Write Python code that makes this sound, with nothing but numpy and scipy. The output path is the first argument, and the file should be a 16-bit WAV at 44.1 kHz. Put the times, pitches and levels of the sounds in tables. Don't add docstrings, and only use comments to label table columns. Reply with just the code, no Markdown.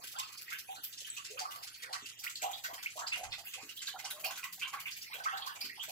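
import sys
import numpy as np
from scipy import signal
from scipy.fft import rfft, irfft
from scipy.io import wavfile
from scipy.ndimage import uniform_filter1d, map_coordinates

SR = 44100
rng = np.random.default_rng(int(sys.argv[2]) if len(sys.argv) > 2 else 0)


def field_ratio(decibels):
    return 10 ** (np.asarray(decibels, dtype=float) / 20)


def dump_mix(stems):
    frames = np.atleast_2d(stems).T
    limited = np.clip(frames, -1, 1)
    pcm = np.round(limited * 32767).astype(np.int16)
    wavfile.write(sys.argv[1], SR, pcm)


N = 260631

# (frequency [Hz], density [dB per Hz])
SPRAY_SPECTRUM = [(880, -19), (1500, -2), (1850, -13.5), (2010, 3.5), (2170, -5), (2530, -1.5),
                  (3380, -7.5), (4430, -6.5), (6890, -8), (7770, -8), (8860, -17), (11700, -2), (15100, -8),
                  (16000, 12.5), (16500, -62)]


def at_hz(points, hz):
    table_hz, values = np.transpose(points)
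    return np.interp(np.log(hz), np.log(table_hz), values)


def in_time(rows):
    s, *columns = np.transpose(rows)
    return [np.interp(np.arange(N) / SR, s, column) for column in columns]


def band_of(x, order, edges_hz, kind="band"):
    return signal.sosfilt(signal.butter(order, edges_hz, kind, fs=SR, output="sos"), x)


def coloured(x, spectrum):
    hz = np.maximum(np.arange(N // 2 + 1) * SR / N, 1)
    y = irfft(rfft(x) * field_ratio(at_hz(spectrum, hz)), N)
    return y / np.std(y)


def resonance(x, hz, width_hz):
    r = np.exp(-np.pi * width_hz / SR)
    zeros = (1 - r * r) / 2 * np.array([1, 0, -1])
    poles = [1, -2 * r * np.cos(2 * np.pi * hz / SR), r * r]
    return signal.lfilter(zeros, poles, x)


def add(out, s, sound):
    i = min(round(s * SR), N)
    out[..., i:i + len(sound)] += sound[:N - i]


def room_tone():
    # (frequency [Hz], level [dB])
    air_spectrum = [
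        (12, -48),
        (20, -11),
        (107, -1.5),
        (209, -9),
        (690, 6.5),
        (1350, 7),
        (1500, -1.5),
        (1950, 5),
        (3300, -120),
    ]
    # (time [s], level [dB])
    far_hum = [
        (0, -117),
        (4.2, -77),
        (4.5, -69),
        (5.91, -81),
    ]
    common, left, right, rumble, hum = rng.standard_normal((5, N))
    air = np.array([coloured(common + 1.02 * own, air_spectrum) for own in (left, right)])
    air[1] += field_ratio(-24) * coloured(rumble, [(15, 12), (40, -8), (60, 26), (90, 19), (150, -19)])
    steady_hum = field_ratio(-50) * resonance(hum, 115.4, width_hz=24)
    appliance = field_ratio(in_time(far_hum)[0] + 29) * resonance(hum, 166.6, width_hz=5)
    return field_ratio(-60) * air + steady_hum + appliance


def droplets(per_s, spread_db):
    sizes = field_ratio(spread_db * np.minimum(rng.exponential(1, N), 4)) * rng.choice([-1, 1], N)
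    spray = coloured(sizes * (rng.random(N) < per_s / SR), SPRAY_SPECTRUM)
    cuts = ((3000, "low"), ([3000, 8800], "band"), (8800, "high"))
    return np.array([band_of(spray, 3, hz, kind) for hz, kind in cuts])


def patchy(x):
    patchy_db, drift = 1.8, 1300
    edges, out = np.geomspace(900, 17000, 9), 0
    chance = uniform_filter1d(rng.standard_normal(N), size=drift) * np.sqrt(drift)
    for k, band in enumerate(zip(edges, edges[1:])):
        gain = field_ratio(patchy_db * np.clip(np.roll(chance, k * N // 8), -2, 2))
        out = out + gain * band_of(x, 2, band)
    return out


def patter(per_s):
    sizes = field_ratio(2.5 * np.minimum(rng.exponential(1, N), 1.8)) * (rng.random(N) < per_s / SR)
    pitches, dealt = np.geomspace(2800, 15000, 8), rng.integers(0, 8, N)
    rings = 0
    for k, hz in enumerate(pitches):
        rings = rings + resonance(sizes * (dealt == k) + 1e-18, hz, hz / 3) / hz
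    return field_ratio(-54) * coloured(rings, SPRAY_SPECTRUM)


def bubble(db, hz, rise, life_ms, onset_ms, shed_ms):
    life = max(life_ms, 2) / 1000
    t = np.arange(int(2 * life * SR)) / SR
    pitch = hz * 2 ** (rise * np.minimum(t / life, 1.2))
    since = t % (shed_ms / 1000)
    onset = 1 - np.exp(-1000 * since / onset_ms)
    decay = np.exp(-1.5 * (t / life) ** 2 - since / 0.098)
    return field_ratio(db) * onset * decay * np.sin(2 * np.pi * np.cumsum(pitch) / SR)


def bubbles(table, start_share, onset_ms, gain_db, swarm_db, below, above, swarm_ms):
    out, chance = np.zeros(N), rng.random((len(table), 5, 4))
    shedding = rng.uniform(14, 32, len(table))
    for (s, db, hz, rise, life_ms), swarm, shed_ms in zip(table, chance, shedding):
        add(out, s, bubble(db + gain_db, start_share * hz, rise, life_ms, onset_ms, shed_ms))
        for later, height, strength, climb in swarm:
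            pitch_hz = hz * 2 ** (rise * later - below + (below + above * rise) * height)
            small_db = db + swarm_db - 13.8 * strength
            small = bubble(small_db, pitch_hz, 0.34 * climb, 12000 / pitch_hz, onset_ms, shed_ms)
            add(out, s + later ** 2 * (life_ms + swarm_ms) / 1000, small)
    return out


def large_bubbles():
    # (time [s], peak level [dB], first pitch [Hz], life [ms])
    glugs = [(.14, -62, 700, 60), (.51, -45, 1280, 36), (1.3, -53.5, 413, 117), (1.372, -45.5, 1098, 21),
             (1.407, -45, 690, 40), (1.56, -55, 685, 54), (1.84, -50, 1206, 43), (1.894, -48.5, 723, 35),
             (1.935, -40.5, 1038, 19.5), (.01, -62, 972, 53), (2.424, -38.5, 584, 12.1),
             (2.686, -48, 642.5, 40), (4.735, -45, 1430, 11), (2.957, -49, 602, 96),
             (2.975, -43.5, 900, 30), (3.2, -49, 602.6, 67), (3.575, -56.5, 723, 55), (3.941, -49, 700, 20),
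             (4.039, -50.5, 722, 42), (4.24, -44, 616.5, 41.5), (4.731, -43.5, 1023, 38),
             (5.098, -53, 858, 43), (5.145, -55, 482, 21), (5.258, -32, 1094, 10), (5.26, -61, 639, 49),
             (5.33, -42, 1200, 20), (5.39, -49.5, 814, 41), (5.461, -43.5, 965, 33.4),
             (5.777, -53, 756, 20), (5.88, -49.5, 605, 19)]
    # (time [s], peak level [dB], pitch [Hz], life [ms])
    plops = [(.198, -46, 1020, 21), (1.075, -62, 1580, 15), (1.175, -59.5, 1120, 45),
             (1.666, -49.5, 1382, 20.6), (1.834, -59, 500, 39), (2.25, -48.5, 1340, 24),
             (2.645, -72, 1370, 25), (2.7, -47.5, 949, 28), (3.17, -47.5, 683, 40), (3.25, -57, 1265, 32),
             (3.38, -57.5, 720, 13.6), (3.56, -61.5, 505, 28.4), (2.655, -55.5, 780, 12.7),
             (3.88, -55.5, 1580, 7.9), (4.12, -61, 593, 205), (4.165, -54, 1065, 13),
             (4.374, -53.5, 1243, 26.8), (4.431, -49.5, 1010, 15.3), (4.62, -49.5, 1453, 30),
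             (4.65, -48.5, 1016, 20), (4.733, -52.5, 780, 36), (4.907, -63, 1526, 23),
             (5.184, -46, 745, 23.7), (5.258, -60, 1990, 15), (5.325, -47.5, 767, 55),
             (5.55, -52.5, 793, 13.6), (2.437, -36, 753, 12.4), (2.475, -69, 770, 20),
             (5.275, -50, 1670, 11.3), (5.29, -44, 1250, 16), (5.35, -53, 1695, 42),
             (5.478, -42.5, 1540, 5.8), (.12, -61, 760, 10.7), (.76, -50, 1330, 8.1),
             (1.448, -48, 1096, 17), (1.48, -49, 1346, 21), (1.53, -54, 1115, 29), (1.6, -57, 850, 17.6),
             (.28, -55, 1113, 13), (4.18, -57.5, 630, 40), (2.48, -53, 1200, 15), (4.56, -66, 701, 35)]
    table = []
    for rows, rise_octaves in ((glugs, 0.75), (plops, 0.1466)):
        table += [(s, db, hz, rise_octaves, life_ms) for s, db, hz, life_ms in rows]
    return bubbles(table, start_share=1, onset_ms=0.42, gain_db=-2.5,
                   swarm_db=-4, below=0.16, above=0.3, swarm_ms=18)


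def small_bubbles():
    # (time [s], peak level [dB], pitch [Hz])
    plinks = [(.478, -38, 2080), (.52, -33, 2254), (.685, -43, 2630), (.839, -47, 3260),
              (1.166, -33.5, 2704), (1.373, -38.5, 2700), (1.824, -37.5, 1990), (2.052, -43, 2670),
              (2.236, -53.5, 2250), (2.642, -35.5, 1586), (2.78, -39, 2030), (3.018, -35, 1350),
              (3.119, -26.5, 2550), (3.135, -32.5, 2183), (3.15, -62, 2590), (3.535, -36, 2590),
              (3.691, -40, 3010), (3.989, -41, 2110), (4.17, -52, 2200), (4.241, -27.5, 2550),
              (4.431, -36.5, 2600), (4.614, -28.5, 2490), (4.728, -53, 2370), (4.783, -37, 2360),
              (4.856, -30, 2506), (4.962, -39, 2410), (5.059, -43, 2180), (5.11, -42, 2210),
              (5.131, -33.5, 2450), (5.326, -39, 2930), (5.696, -37, 2023), (5.795, -32.5, 3250),
              (1.248, -51.5, 2020), (5.27, -50, 2500), (5.612, -34, 2520), (5.555, -40.5, 2360),
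              (4.63, -35, 2880), (4.655, -36.5, 2260), (2.44, -37.5, 2910), (3.321, -33, 2635),
              (3.468, -40.5, 2770), (.226, -41.5, 2770), (.53, -39, 1590), (2.417, -41, 2220),
              (5.268, -35, 1750), (5.3, -41.5, 1890), (5.355, -38.5, 1580), (2.645, -42, 2020),
              (2.235, -46, 2150), (3.16, -45, 2200), (4.66, -52, 2700)]
    # (time [s], peak level [dB], pitch [Hz])
    tinks = [(.021, -42, 4600), (.162, -39, 3370), (.194, -33, 3210), (.274, -47, 4460),
             (.374, -34.5, 5070), (.76, -41, 4300), (.928, -47, 4240), (.976, -35, 5600),
             (1.045, -37.5, 3180), (1.391, -30, 4780), (1.583, -45, 4500), (1.742, -40.5, 4580),
             (1.929, -33, 4340), (2.19, -36.5, 5010), (2.357, -34, 4240), (2.531, -30.5, 3480),
             (2.971, -44.5, 3420), (3.067, -29, 4800), (3.32, -30, 3740), (3.772, -36, 3300),
             (3.872, -27, 4150), (4.044, -33, 5670), (4.106, -37, 3400), (4.92, -33.5, 4980),
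             (5.014, -35, 4810), (5.372, -33, 3950), (5.418, -33.5, 3330), (5.463, -35, 4430),
             (5.61, -29, 4960), (5.645, -31, 4430), (.226, -42, 4450), (2.641, -40, 3960),
             (2.66, -42, 4500), (2.452, -41, 3280), (4.256, -28, 4470), (1.41, -36, 4830),
             (3.34, -41, 3720), (5.235, -36, 4620), (5.19, -50, 3550), (5.285, -38, 3340),
             (3.125, -36, 3580), (2.277, -55, 3500)]
    table = []
    for rows, life_ms in ((plinks, 17), (tinks, 8.9)):
        table += [(s, db, hz, 0.25, life_ms) for s, db, hz in rows]
    return bubbles(table, start_share=0.92, onset_ms=0.15, gain_db=-10.5,
                   swarm_db=-6, below=0.3, above=0.7, swarm_ms=8)


def splashes():
    # (time [s], peak level [dB], coarse spray [dB], mist [dB])
    specks = [(0.071, -37.5, -16, -8.5), (0.3745, -41, -27, -10), (0.6094, -68, 4, -9),
              (0.7074, -56, -4, 3), (0.8355, -33.5, -15, -3.5), (1.004, -35, -30, -13),
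              (1.1403, -48, -22, -7), (2.19, -45, -35, -2.5), (2.355, -35.5, -30, -21),
              (2.962, -37.5, -15, -11), (4.1033, -32, -1.5, -7), (4.197, -43, -6, -2.5),
              (4.525, -39, -7.5, -5), (4.7974, -38, -7, -6), (4.863, -44, 11, -6),
              (4.9667, -38.5, -30, -5.5), (5.1372, -39, 6, -6.5), (5.185, -44, -3, -12),
              (5.461, -34, -16, -10), (5.8856, -38, -14, -7)]
    small_drops = [(0.0358, -37.5, 0.5, -7.5), (0.1154, -37.5, -45, -11), (0.187, -26.5, -14, -16),
                   (0.4124, -43, 3.5, -2.5), (0.523, -44, 11.5, -3), (0.5842, -34, -16, -10.5),
                   (0.925, -38, -25, -22), (0.9787, -34, -10, -33), (1.067, -38.5, 0, -12),
                   (1.51, -39, 5.5, -6.5), (1.552, -40, 1.5, -6.5), (1.6274, -35, -5.5, -11.5),
                   (2.2373, -31.5, 3.5, -7), (2.574, -43.5, -40, -12), (2.8266, -34, -0.5, -13.5),
                   (2.902, -40.5, -27, -24), (3.1725, -40.5, -12, -9), (3.4495, -55.5, 16, 7),
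                   (3.473, -57, 7, 7), (3.511, -49, -8, -17), (3.7645, -43.5, -39, -4),
                   (4.2435, -30.5, 0, -4.5), (4.375, -39, 3, -7), (4.4376, -32.5, 4, -10.5),
                   (5.0214, -42, -19, -8)]
    full_drops = [(0.323, -42.5, -9, -12), (0.744, -44, -18, -10), (1.2468, -32, -4, -34),
                  (1.305, -39.5, -20, -14), (1.3911, -25.5, -5, -23), (1.672, -37.5, -19, -27),
                  (1.822, -35, -13, -20), (2.0584, -38, -7, -23), (2.296, -37.5, -6, -14),
                  (2.4198, -27.5, -1, -10.5), (2.511, -42, 4, -6.5), (2.639, -28, 2.5, -14),
                  (2.7346, -37.5, 2, -9.5), (2.99, -33, -5, -19), (3.234, -34, 3.5, -21),
                  (3.5357, -34.5, 1.5, -17), (3.877, -33.5, 3.5, -15), (3.988, -35, -1, -17),
                  (4.3067, -34, 7, -14), (4.3564, -38, 2, -17), (4.5945, -38.5, -4, -14),
                  (4.6774, -37.5, -11, -13.5), (4.73, -38.5, 10, -13), (4.906, -36, -17, -15),
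                  (5.552, -43, -5, -16), (5.6057, -36, -5, -4), (5.8297, -33.5, 6, -11)]
    heavy_drops = [(0.271, -41.5, -24, -28), (0.5, -36.5, -10, -18), (0.8184, -57, 5, 0),
                   (1.166, -35.5, -36, -21), (1.74, -40, -14, -43), (1.928, -29, 4, -22),
                   (2.0844, -38.5, -7, -29), (3.072, -32, -0.5, -24), (3.127, -37.5, 6.5, -27),
                   (3.1552, -41, 11.5, -24), (3.326, -40.5, 11, -16), (3.3824, -39.5, -2.5, -17),
                   (3.6226, -40.5, -3, -33), (3.6913, -36, -1.5, -15), (3.8177, -32, 2, -39),
                   (3.858, -35.5, -6, -31), (4.0493, -31.5, -1, -41), (4.6166, -39, 7.5, -19),
                   (5.2376, -34.5, 1, -18), (5.3706, -37.5, 3, -14), (5.6451, -37.5, 4.5, -11)]
    spray_ms, halves_db = 6.4, 37
    swell_ms, linger_ms = 1.8, 18
    splash_db, all_coarse_db, all_mist_db, tick_db = 3, -6.5, 3, 5
    coarse, middle, top = bands = np.zeros((3, N))
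    t = np.arange(SR // 8) / SR
    swell = 1 - np.exp(-1000 * t / swell_ms)
    for s, db, coarse_db, mist_db in specks + small_drops + full_drops + heavy_drops:
        length_ms = spray_ms * 2 ** (-(db + 40) / halves_db)
        burst = field_ratio(db + splash_db) * np.exp(-(600 * t / length_ms) ** 2.23) * swell
        add(coarse, s - .002, burst * field_ratio(coarse_db + all_coarse_db))
        add(middle, s - .002, burst)
        add(top, s - .002, burst * field_ratio(mist_db + all_mist_db))
    spray = np.sum(bands * droplets(per_s=3400, spread_db=2.5), axis=0)
    keep = np.exp(-1000 / linger_ms / SR)
    lingering = signal.lfilter([1 - keep], [1, -keep], bands)
    ticks = [np.sum(lingering * droplets(per_s=400, spread_db=-1.5), axis=0) for ear in range(2)]
    return patchy(spray), field_ratio(tick_db) * np.array(ticks)


def handling():
    # (time [s], peak level [dB], case pitch [Hz], t60 [ms])
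    taps = [
        (0.043, -53.5, 404, 33),
        (0.354, -45, 1420, 21),
        (0.784, -61, 330, 120),
        (1.019, -55, 680, 77),
        (2.026, -54, 300, 140),
        (2.73, -53.5, 353, 42),
        (3.632, -52.5, 314.5, 250),
        (5.643, -53, 285, 270),
    ]
    # (time [s], level [dB])
    gust = [
        (3.18, -89),
        (3.266, -58),
        (3.45, -77),
    ]
    out, t = np.zeros(N), np.arange(SR // 8) / SR
    for s, db, hz, t60_ms in taps:
        modes = sum(np.sin(2 * np.pi * k * hz * t) for k in (.85, 1, 1.35)) / 2
        add(out, s, field_ratio(db - 60000 * t / t60_ms) * modes)
    s = np.arange(N) / SR
    blowing = (s > gust[0][0]) & (s < gust[-1][0])
    lumps = band_of(rng.standard_normal((2, N)), 2, [35, 120])
    ear_db = np.array([[-3], [4]])
    return out + blowing * field_ratio(in_time(gust)[0] + ear_db) * lumps / np.std(lumps)


def lone_bubbles():
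    # (time [s], peak level [dB], first pitch [Hz], rise [octaves], life [ms])
    chirps = [(0.689, -46.5, 777, 0.034, 63), (2.2651, -35.5, 1750, 1, 17), (2.859, -32, 2050, 0.48, 12.7),
              (1.1, -36.5, 7700, 0.056, 6), (2.356, -33.5, 4300, .05, 4.5), (5.131, -41, 3900, 0.062, 6.7),
              (6.3, -51, 2300, .08, 6.7), (5.252, -42, 1950, 0.54, 12), (0.15, -49, 1300, 0.38, 34),
              (1.452, -38.5, 1220, 0.1, 12), (.73, -56.5, 860, 0.013, 21), (.186, -41, 7600, .02, 8),
              (3.121, -36, 2500, .1, 8), (4.241, -39, 2460, 0.059, 8.4), (4.613, -42, 2500, 0.095, 9.3),
              (5.2, -43, 1500, .05, 14), (5.182, -45, 754, .05, 16), (5.205, -47, 760, .05, 8.5),
              (0.18, -41, 1030, .05, 14), (2.21, -62.5, 800, .02, 50), (4.431, -44, 2500, 0.043, 9.3),
              (2.438, -46, 747, .05, 12), (3.79, -46, 3900, .05, 8), (3.805, -46, 3000, .05, 8),
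              (3.895, -44, 3400, .05, 8), (3.928, -45, 3000, .05, 8), (4.058, -43, 2900, .05, 12),
              (3.96, -48, 1350, .1, 15), (4.857, -41, 2400, .05, 8), (2.416, -44, 2300, .1, 8),
              (.16, -50, 800, .45, 80), (1.93, -48, 1050, .1, 20), (1.38, -50, 1150, .1, 20),
              (1.073, -50, 1700, .05, 12), (3.383, -54, 800, .02, 30)]
    out = np.zeros(N)
    for s, *shape in chirps:
        add(out, s, bubble(*shape, onset_ms=1, shed_ms=130))
    return out


def bucket(water):
    # (frequency [Hz], width [Hz], level [dB])
    air_column = [
        (767, 23, -2.5),
        (1127, 64, -2.5),
        (1583, 77, -6.5),
        (2840, 130, -14.5),
        (4340, 69, -62),
        (7900, 117, 2.5),
    ]
    return water + sum(field_ratio(db) * resonance(water, hz, max(width, hz / 16)) for hz, width, db in air_column)


def echo_pattern(echo_db, build_ms, early_ms, early_db):
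    # (frequency [Hz], t60 [s])
    reverb_time = [
        (300, 0.12),
        (800, 0.44),
        (2000, 0.24),
        (5000, 0.28),
        (12000, 0.3),
    ]
    # (frequency [Hz], share [0-1])
    likeness = [
        (300, .8),
        (700, .85),
        (1100, .45),
        (4000, .2),
        (12000, .08),
    ]
    t, echoes = np.arange(SR // 2) / SR, 0
    white = rng.standard_normal((2, 3, SR // 2))
    edges = 125 * 2 ** np.arange(0, 7.3, .5)
    for k, (low, high) in enumerate(zip(edges, edges[1:])):
        shared, *own = band_of(white[k % 2], 2, [low, high])
        hz = np.sqrt(low * high)
        alike = np.clip(at_hz(likeness, hz), 0, 1)
        both = np.sqrt(alike) * shared + np.sqrt(1 - alike) * np.array(own)
        echoes = echoes + both * field_ratio(-60 * t / at_hz(reverb_time, hz))
    early = 1 + field_ratio(early_db) * np.exp(-(1000 * t / early_ms) ** 2)
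    echoes = echoes * (1 - np.exp(-1000 * t / build_ms)) * early
    response = field_ratio(echo_db) * echoes / np.sqrt(np.sum(echoes ** 2) / 2)
    response[:, 0] = field_ratio(-2.5)
    return response


def room(x, count):
    out, turn = 0, np.arange(N) / SR * 11 % count
    for k in range(count):
        away = np.abs((turn - k + count / 2) % count - count / 2)
        share = np.cos(np.pi / 2 * np.minimum(away, 1))
        pattern = echo_pattern(echo_db=4.5, build_ms=0.1, early_ms=21, early_db=-8)
        wet = signal.fftconvolve((share * x)[None], pattern, axes=1)
        wet[:, :wet.shape[1] - N] += .5 * wet[:, N:]
        out = out + wet[:, :N]
    return out


def ears(x):
    # (time [s], right ear lag [ms], left minus right [dB])
    bearing = [
        (0, 0.5, -4.5),
        (2.2, 0.41, -5),
        (2.8, 0.32, -3),
        (3.8, 0.049, -6.5),
        (4.7, 0.018, -4),
        (5.1, 0.33, -4.5),
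        (5.91, 0.36, -6),
    ]
    lag_ms, balance_db = in_time(bearing)
    heard_at = np.arange(N) - lag_ms * SR / 1000
    x = np.array([x[0], map_coordinates(x[1], [heard_at], order=3, mode="nearest")])
    shaded = band_of(x, 1, [900, 7000])
    return x + shaded * (field_ratio(0.39 * balance_db * [[1], [-1]]) - 1)


def scene():
    clear = lone_bubbles()
    spray, ticks = splashes()
    water = spray + patchy(patter(per_s=700)) + .5 * clear
    water = water + small_bubbles() + large_bubbles()
    heard = room(bucket(water), count=4) + 1.2 * clear + ticks
    return ears(heard) + handling() + room_tone()


def hush(x, strength, least_db):
    hz, _, frames = signal.stft(x, SR, nperseg=512)
    power = np.mean(np.abs(frames) ** 2, axis=0)
    power = uniform_filter1d(uniform_filter1d(power, size=5, axis=0), size=3, axis=1)
    weight = np.interp(hz, [300, 550, 850, 1700, 4000], [0, 1, 1, .2, .2])
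    floor = np.percentile(power, 15, axis=1, keepdims=True) * weight[:, None]
    gain = np.maximum(1 - strength * floor / (power + 1e-20), field_ratio(least_db))
    return signal.istft(frames * gain, SR, nperseg=512)[1][:, :N]


def low_pass(x):
    return signal.sosfilt(signal.butter(12, 17010, fs=SR, output="sos"), x)


def record(dry):
    left = signal.lfilter(*signal.butter(1, 70, "high", fs=SR), dry[0])
    quiet = hush(np.array([left, dry[1]]), strength=1.45, least_db=-20)
    mix = signal.sosfilt(signal.cheby2(12, 50, 16000, fs=SR, output="sos"), quiet)
    return low_pass(mix)


dry = scene()
out = record(dry)
dump_mix(out)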